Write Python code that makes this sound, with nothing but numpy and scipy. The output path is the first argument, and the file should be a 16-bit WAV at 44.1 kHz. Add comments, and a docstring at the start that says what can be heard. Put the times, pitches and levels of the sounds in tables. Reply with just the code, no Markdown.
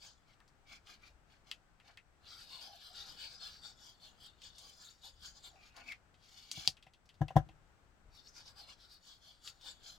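"""A craft desk in a small, faintly humming room; a stereo webcam overhead, the work a little to its left.
A foam ink blending tool scrapes along a paper sheet's edge, nails and handle click. From 2 s it rubs small
circles, hissing as fibres catch and let go, then swipes over the sheet's edge and squeals off it.
At 6 s the sheet is slid round and stops with a loud click; at 7 s the tool is dabbed twice on a hollow
plastic ink pad. From 8 s come more circles, then swipes. Desk clutter scatters each sound."""
import sys
import numpy as np
from scipy import signal
from scipy.fft import rfft, irfft
from scipy.io import wavfile
from scipy.ndimage import uniform_filter1d, map_coordinates

SR = 44100
rng = np.random.default_rng(int(sys.argv[2]) if len(sys.argv) > 2 else 0)


def unload_audio(sound):
    """Save the sound as a 16-bit wav file, at the path given as the first command line argument."""
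    columns = np.transpose(np.atleast_2d(sound))
    # keep every value between -1 and 1, then stretch to whole-number steps
    steps = np.round(np.clip(columns, -1, 1) * 32767)
    wavfile.write(sys.argv[1], SR, steps.astype(np.int16))


N = 440099
T = np.arange(N) / SR

# Levels in the tables are relative; each layer gets its own gain in the mix.
# room tone spectrum: frequency_hz, density_db
ROOM_TONE = [(20, 1), (55, -2), (120, -8), (250, -14.5), (500, -18.5), (800, -15.5), (1000, -19.5),
             (1400, -16.5), (2200, -24), (4000, -31), (7500, -34), (10000, -43.5), (16000, -47.5)]
# hands leaning on the desk: centre_s, length_s, level_db
DESK_SWAYS = [(1.144, 0.18, -70.5), (4.508, .085, -65), (5.26, 0.39, -65), (8.07, .043, -59),
              (9.5, 0.27, -70)]
# modes of the desk top: pitch_hz, level_db, t60_s
DESK_MODES = [(55, -14.5, 0.16), (100.6, -7, 0.086), (121.9, -3, 0.07), (142.7, -0.5, 0.068),
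              (163.2, -17, .045), (317, -12.5, 0.064)]
# modes of the ink pad case: pitch_hz, level_db, t60_s
CASE_MODES = [(515, -11, 0.054), (565, -15, 0.086), (709, -3.5, 0.043), (759, 4, 0.044), (843, -10, .033),
              (1022, -7, 0.036), (1350, -24.5, .05), (1650, -23.5, 0.051), (1903, -20.5, .045),
              (6100, -38, .07)]
# splintery crack of that case: centre_hz, width_hz, level_db
CRACK_BANDS = [(1508, 990, -0.5), (2750, 1100, -11.5), (5850, 1700, -15.5), (11000, 5700, -25.5)]
# hand and tool bumping desk and pad: start_s, thud_db, case_db
BUMPS = [(6.573, -44.5, -50), (6.676, -44.5, -41.5), (6.866, -61.5, -53), (7.281, -60.5, -47.5),
         (7.304, -54, -37), (7.489, -49.5, -53)]
# the foam bottoming out on the ink pad: start_s, thud_db, case_db
PAD_DABS = [(7.2142, -23.5, -27.5), (7.3634, -16.5, -13)]
# nails, handle and sheet edge clicking: start_s, level_db, brightest_hz
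CLICK_HITS = [(0.403, -50.5, 1400), (0.478, -61, 4900), (.871, -46.5, 3200), (1.514, -20.5, 2930),
              (1.7995, -50.5, 2130), (1.973, -36.5, 2240), (4.418, -42, 3340), (4.583, -36.5, 6400),
              (5.7655, -36.5, 4500), (5.921, -30.5, 2210), (6.142, -58, 3270), (6.5145, -18, 6100),
              (6.6756, -3.5, 4650), (6.769, -47, 2760), (6.826, -46.5, 3150), (6.866, -50.5, 2480),
              (6.9358, -51.5, 3280), (7.056, -64, 5000), (7.091, -46, 3060), (7.142, -64.5, 3920),
              (7.2822, -35.5, 2700), (7.489, -52.5, 2650), (9.4754, -27.5, 3420), (9.611, -46.5, 4120)]
# dry ring of a click: pitch_hz, level_db, t60_s
TICK_MODES = [(747, -26, 0.011), (1730, -26, 0.0058), (2180, -13, .008), (3180, -6.5, 0.0087),
              (4160, -9.5, 0.0058), (4656, 5.5, 0.0028), (5497, -12, .004), (8150, 0, 0.002),
              (11600, -3.5, 0.0017), (16380, -10, 0.004)]
# short scrapes of the foam tool along the paper's edge, and one shift of the sheet:
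# centre_s, hiss_db, body_re_hiss_db
EDGE_SCRAPES = [(.304, -75.5, 1.5), (0.721, -61, -0.5), (.908, -60.5, -3), (1.054, -65.5, -3.5),
                (1.33, -72.5, -3), (1.503, -66.5, -5), (1.887, -70, 2.5), (5.65, -65, -4.5),
                (5.788, -66.5, 5), (5.895, -61.5, 1)]
# the sheet slid round, faster until it stops: time_s, hiss_db
SHEET_TURN = [(6.17, -87), (6.24, -69), (6.38, -58.5), (6.48, -65.5), (6.54, -54), (6.66, -50.5),
              (6.76, -88)]
# low and high resonances of the scraped or sliding sheet: centre_hz, width_hz, level_db
SLIDE_BODY_BANDS = [(267, 130, -6), (755, 270, -3), (1262, 310, -1.5), (1600, 870, -7), (2302, 310, 1.5)]
SLIDE_HISS_BANDS = [(3120, 530, 4), (4470, 2300, 2), (6700, 1000, -6.5), (12000, 8000, -20.5)]
# low stick-slip hoots of the foam: centre_s, length_s, level_db
HOOTS = [(2.698, 0.12, -64), (2.915, 0.074, -71), (5.548, 0.07, -66)]
# the tool dragging off the edge, its squeal sinking as it bites: time_s, pitch_hz, level_db
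EDGE_SQUEAL = [(5.55, 2430, -75.5), (5.65, 2422, -71), (5.73, 2610, -81), (5.81, 2613, -67),
               (5.85, 2490, -68), (5.89, 2378, -54), (5.93, 2142, -51), (5.95, 2110, -96)]
# low, high and topmost resonances of the sheet under the foam: centre_hz, width_hz, level_db
RUB_BODY_BANDS = [(292, 550, -11.5), (504, 110, -5.5), (813, 380, 0.5), (1180, 170, 0), (1456, 460, 5),
                  (2410, 530, -1)]
RUB_HISS_BANDS = [(2700, 320, -18), (3114, 345, -1.5), (3922, 780, -2), (4520, 300, 1.5), (4850, 315, -0.5),
                  (5450, 940, -9.5)]
RUB_SHEEN_BANDS = [(6410, 1570, -2), (7520, 1200, -1.5), (8750, 1060, -6), (11700, 4200, -9.5),
                   (15400, 2500, -14)]
# rasp of the sheet's edge: centre_hz, width_hz, level_db
EDGE_BANDS = [(3380, 320, 0), (6900, 900, -7.5)]
# brightness of the hiss as the tool works round the sheet: time_s, tilt_db_per_octave
HISS_TILT = [(.05, 14), (2.3, -5), (3.2, -5), (3.7, 14), (4.4, -10), (4.8, 16), (5.1, -2), (5.5, 7),
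             (8.2, 22), (8.7, 1.5), (9.2, 8), (9.9, -4)]
# circles with the foam kept on the paper: push_centre_s, push_length_s, push_db, return_db
FOAM_CIRCLES = [(2.307, 0.093, -55, -55), (2.535, 0.1, -52.5, -52.5), (2.75, 0.12, -62, -56.5),
                (2.989, 0.099, -50, -53), (3.228, 0.093, -49.5, -54.5), (3.451, 0.089, -49.5, -58.5),
                (8.17, .07, -62.5, -62), (8.381, 0.064, -54.5, -57), (8.6, 0.068, -55.5, -56),
                (8.826, .078, -63.5, -61)]
# single swipes over the edge, the foam lifted in between: centre_s, length_s, level_db
FOAM_SWIPES = [(.055, 0.077, -56), (3.665, 0.077, -53.5), (3.853, 0.11, -59), (4.051, 0.069, -58.5),
               (4.243, .07, -57.5), (4.455, 0.063, -55.5), (4.644, 0.17, -58.5), (4.843, 0.12, -58.5),
               (5.059, 0.057, -55), (5.258, 0.064, -51.5), (5.374, 0.05, -62), (5.46, 0.044, -53.5),
               (9.092, 0.1, -60), (9.281, 0.096, -61.5), (9.466, 0.053, -52.5), (9.677, 0.072, -51),
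               (9.884, 0.1, -55.5)]


def undb(db):
    """Decibels to amplitude."""
    return 10 ** (np.asarray(db) / 20)


def unit(x):
    """Scale to rms 1."""
    return x / np.sqrt(np.mean(x ** 2))


def walk(rate_hz):
    """Glide between random values, rate_hz of them a second; rms 1."""
    hold = int(SR / rate_hz)
    steps = np.repeat(rng.standard_normal(N // hold + 1), hold)
    return unit(uniform_filter1d(steps, hold)[:N])


def curve(points, column=1):
    """One column of a table, joined by straight lines in time."""
    points = np.array(points)
    return np.interp(T, points[:, 0], points[:, column])


def swell(at, length, bite=0.095):
    """Amplitude of a stroke centred on a time: the hand bites in quickly and eases off."""
    phase = 2 * (T - at) / length
    return 2 ** -np.minimum(np.abs(phase) * (1 - bite * np.sign(phase)), 20) ** 1.98


def decay(t, t60):
    """Amplitude falling 60 dB in t60 seconds."""
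    return np.exp(-np.log(1000) * t / t60)


def band(x, hz, width):
    """A resonance applied twice, for steep skirts."""
    b, a = signal.iirpeak(min(hz, .45 * SR), hz / min(width, SR / 4), fs=SR)
    return signal.lfilter(b, a, signal.lfilter(b, a, x))


def ring(modes, rise_s):
    """Decaying modes after a push lasting about rise_s; peak 1."""
    t = T[:SR // 3]
    tone = sum(undb(db) * np.sin(2 * np.pi * hz * t) * decay(t, t60) for hz, db, t60 in modes)
    tone *= 1 - np.exp(-(t / rise_s) ** 2)
    return tone / np.abs(tone).max()


def burst(bands, t60):
    """A dying spray of tiny contacts through broad resonances; starts near rms 1."""
    t = T[:SR // 3]
    spray = rng.standard_normal(len(t))
    return unit(sum(undb(db) * band(spray, hz, width) for hz, width, db in bands)) * decay(t, t60)


def add(out, at, sound):
    """Mix a sound in at a time."""
    i = int(at * SR)
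    out[i:i + len(sound)] += sound[:N - i]


def space(x, left_db, clutter_db, room_db, t60, clutter_t60=0.027):
    """Direct sound, quick scatter off the clutter and a short room tail, different at each microphone."""
    t = T[:SR // 3]
    channels = []
    for side in (1, -1):
        scatter, tail = rng.standard_normal((2, len(t)))
        scatter = scatter * (t > .001) * decay(t, clutter_t60)
        tail = signal.lfilter([1], [1, -.45], tail) * (t > .004) * decay(t, t60)
        echo = undb(clutter_db) * scatter / np.linalg.norm(scatter)
        echo += undb(room_db) * tail / np.linalg.norm(tail)
        channels.append(undb(side * left_db / 2) * (x + signal.fftconvolve(x, echo)[:N]))
    return np.array(channels)


def roaming(x, places=5, move_s=.13):
    """The hands move about under the microphones, so one scatter pattern fades into the next."""
    shares = [np.maximum(1 - np.abs((T / move_s - k) % places - 1), 0) for k in range(places)]
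    return sum(space(x * share, left_db=3.5, clutter_db=1.0, room_db=-7, t60=.09) for share in shares)


def room_tone(db, left_db, spread_hz, whine_db):
    """Low room noise, more alike at the two microphones in the bass, and a thin electronic whine."""
    bins_hz = np.maximum(np.arange(N // 2 + 1) * SR / N, 1)
    hz, density_db = np.transpose(ROOM_TONE)
    colour = undb(np.interp(np.log(bins_hz), np.log(hz), density_db))
    shared, left, right = rfft(rng.standard_normal((3, N)))
    apart = np.clip(bins_hz / spread_hz, .4, 1)
    spectra = np.sqrt(1 - apart) * shared + np.sqrt(apart) * np.array([left, right])
    air = unit(irfft(colour * spectra, N))
    whine = undb(whine_db) * np.sqrt(2) * np.sin(2 * np.pi * 8000 * T)
    return air * undb(db + 1.4 * walk(3.7) + np.array([[left_db], [-left_db]]) / 2) + whine


def desk_sway(hz=48, width_hz=65):
    """Dull rumble as the desk rocks on its legs."""
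    rumble = unit(band(rng.standard_normal(N), hz, width_hz))
    return rumble * sum(undb(db) * swell(at, length) for at, length, db in DESK_SWAYS)


def knocks(cushion_s=.0073):
    """Each blow sets the desk booming and the hollow plastic case clacking and cracking."""
    thud, clack, crack = np.zeros((3, N))
    desk, case = ring(DESK_MODES, rise_s=0.0081), ring(CASE_MODES, rise_s=0.0032)
    # on a dab the foam lands softly just before it bottoms out
    landings = [(at - cushion_s, thud_db - 2.5, case_db - 18.5) for at, thud_db, case_db in PAD_DABS]
    for at, thud_db, case_db in BUMPS + landings + PAD_DABS:
        add(thud, at, -undb(thud_db) * desk)
        add(clack, at, -undb(case_db) * case)
        add(crack, at, undb(case_db) * burst(CRACK_BANDS, t60=0.073))
    return thud, clack, crack


def clicks(focus_db=11, medium_db=-39, rebound_s=.0021, rebound_db=-15):
    """Hard little contacts; each favours the modes near its own brightness, rebounds once and scuffs."""
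    out = np.zeros(N)
    for at, db, bright_hz in CLICK_HITS:
        modes = [(hz, mode_db - focus_db * min(abs(np.log2(hz / bright_hz)), 1.2), t60)
                 for hz, mode_db, t60 in TICK_MODES]
        tick = ring(modes, rise_s=.00035)
        scuff = burst([(bright_hz, 0.59 * bright_hz, 0), (bright_hz, 2 * bright_hz, -16)], t60=0.1)
        scuff_db = -11.5 - .42 * (db - medium_db)  # a firm click is clean, a light one mostly scuff
        add(out, at, undb(db) * (tick + undb(scuff_db) * scuff))
        add(out, at + rebound_s, undb(db + rebound_db) * tick)
    return out


def friction(bands, grain_db, wander_db, flutter_db, tilt_db=0, snags_per_s=70, drift_s=.0022):
    """Fibres catch and let go as dense tiny clicks, with rarer big snags, sounding the sheet."""
    catches = rng.standard_normal(N) * (rng.random(N) < .2)
    catches = unit(catches * undb(grain_db * np.minimum(rng.exponential(size=N), 6)))
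    snags = (rng.random(N) < snags_per_s / SR) * 6.2 * rng.uniform(-1.2, 2.3, N)
    force = (catches + snags) * undb(flutter_db * walk(110))
    # the resonances trade strength as the contact moves; tilt_db is per octave
    gains = [undb(db + wander_db * walk(12) + tilt_db * np.log2(hz / bands[0][0]))
             for hz, _, db in bands]
    total = np.sqrt(sum(gain ** 2 * width for gain, (_, width, _) in zip(gains, bands)))
    # each part of the sheet meets the fibres at its own moment
    rasp = sum(gain * band(np.roll(force, 97 * k), hz, width)
               for k, (gain, (hz, width, _)) in enumerate(zip(gains, bands))) / total
    # changing pressure bends all resonances up and down by a few percent
    return unit(map_coordinates(rasp, [SR * (T + drift_s * walk(9))], order=3, mode="mirror"))


def scrapes_and_turn(scrape_s=0.069, turn_body_db=-14):
    """The paper rasps broadly as the tool scrapes along its edge and as the sheet is slid round."""
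    turn = undb(curve(SHEET_TURN)) * (T > SHEET_TURN[0][0]) * (T < SHEET_TURN[-1][0])
    hiss_level, body_level = turn.copy(), turn * undb(turn_body_db)
    for at, db, body_db in EDGE_SCRAPES:
        scrape = undb(db) * swell(at, scrape_s)
        hiss_level += scrape
        body_level += undb(body_db) * scrape
    hiss = friction(SLIDE_HISS_BANDS, grain_db=-1.0, wander_db=-0.1, flutter_db=2.5)
    body = friction(SLIDE_BODY_BANDS, grain_db=4.5, wander_db=3.0, flutter_db=0.5)
    return undb(0.35) * hiss_level * hiss + undb(1.5) * body_level * body


def foam_squeaks(hoot_hz=743, jitter=0.0652, rough_db=4):
    """The foam sticks and slips at a ragged pitch: low hoots on the flat, a high squeal on the edge."""
    hoots = sum(undb(db) * swell(at, length) for at, length, db in HOOTS)
    squeal = undb(curve(EDGE_SQUEAL, 2)) * (T > EDGE_SQUEAL[0][0]) * (T < EDGE_SQUEAL[-1][0])
    out = np.zeros(N)
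    for hz, strength in ((hoot_hz, hoots), (curve(EDGE_SQUEAL), squeal)):
        pitch = hz * (1 + jitter * walk(np.mean(hz) / 3))
        out += strength * np.sin(2 * np.pi * np.cumsum(pitch) / SR)
    return out * np.sqrt(2) * unit(undb(rough_db * walk(330)))


def foam_rub(half_turn_s=0.1, return_share=0.87, trail_db=-18.5, trail_s=0.21):
    """Foam hisses on paper: a circle is a push and a shorter return; a swipe also rasps on the edge."""
    # the foam trails lightly before and after a swipe
    swipes = sum(undb(db) ** 2 * (swell(at, length) ** 2 + (undb(trail_db) * swell(at, trail_s)) ** 2)
                 for at, length, db in FOAM_SWIPES)
    pushes = sum((undb(db) * swell(at, length)) ** 2 for at, length, db, _ in FOAM_CIRCLES)
    returns = sum((undb(db) * swell(at + half_turn_s, return_share * length)) ** 2
                  for at, length, _, db in FOAM_CIRCLES)
    power = swipes + pushes + returns + 1e-18
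    skim = swipes / power  # 1 skimming off the edge, 0 flat on the sheet
    flat = 1 - skim
    tilt_db = curve(HISS_TILT) + 3.5 * returns / power  # the return is brighter than the push
    hiss = friction(RUB_HISS_BANDS, grain_db=-0.5, wander_db=2.5, flutter_db=0.84, tilt_db=tilt_db)
    body = friction(RUB_BODY_BANDS, grain_db=2.0, wander_db=4.5, flutter_db=1.1)
    sheen = friction(RUB_SHEEN_BANDS, grain_db=3.5, wander_db=2.9, flutter_db=-0.3)
    edge = friction(EDGE_BANDS, grain_db=2.5, wander_db=7.0, flutter_db=3.0)
    return np.sqrt(power) * (undb(-0.4 * flat - 1.47 * skim) * hiss
                             + undb(-11.5 * flat - 12.5 * skim) * body
                             + undb(-14 * flat - 13 * skim) * sheen
                             + skim * undb(-5.5) * edge)


def scene():
    """The desk as heard from above, a little left of centre; treble scatters more than bass."""
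    thud, clack, crack = knocks()
    rubbing = undb(-1.5) * foam_rub() + undb(-1.0) * scrapes_and_turn() + undb(0.5) * foam_squeaks()
    return (roaming(rubbing)
            + space(undb(-5.5) * clicks(), left_db=4, clutter_db=-8.5, room_db=-14.5, t60=0.057,
                    clutter_t60=0.006)
            + space(thud + undb(-1.5) * desk_sway(), left_db=6, clutter_db=-28, room_db=-29, t60=0.53)
            + space(clack, left_db=4.6, clutter_db=-16, room_db=-20.5, t60=0.14)
            + space(undb(-24.5) * crack, left_db=3, clutter_db=0, room_db=-9, t60=0.1, clutter_t60=0.012)
            + room_tone(db=-67.5, left_db=5.0, spread_hz=1600, whine_db=-95.5))


def record(dry):
    """The webcam's microphones drop rumble below 20 Hz and cut the top above 15.9 kHz."""
    low_cut = signal.butter(2, 20, "high", fs=SR, output="sos")
    high_cut = signal.ellip(8, .2, 70, 15900, fs=SR, output="sos")
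    return signal.sosfilt(high_cut, signal.sosfilt(low_cut, dry))


dry = scene()
out = record(dry)
unload_audio(out)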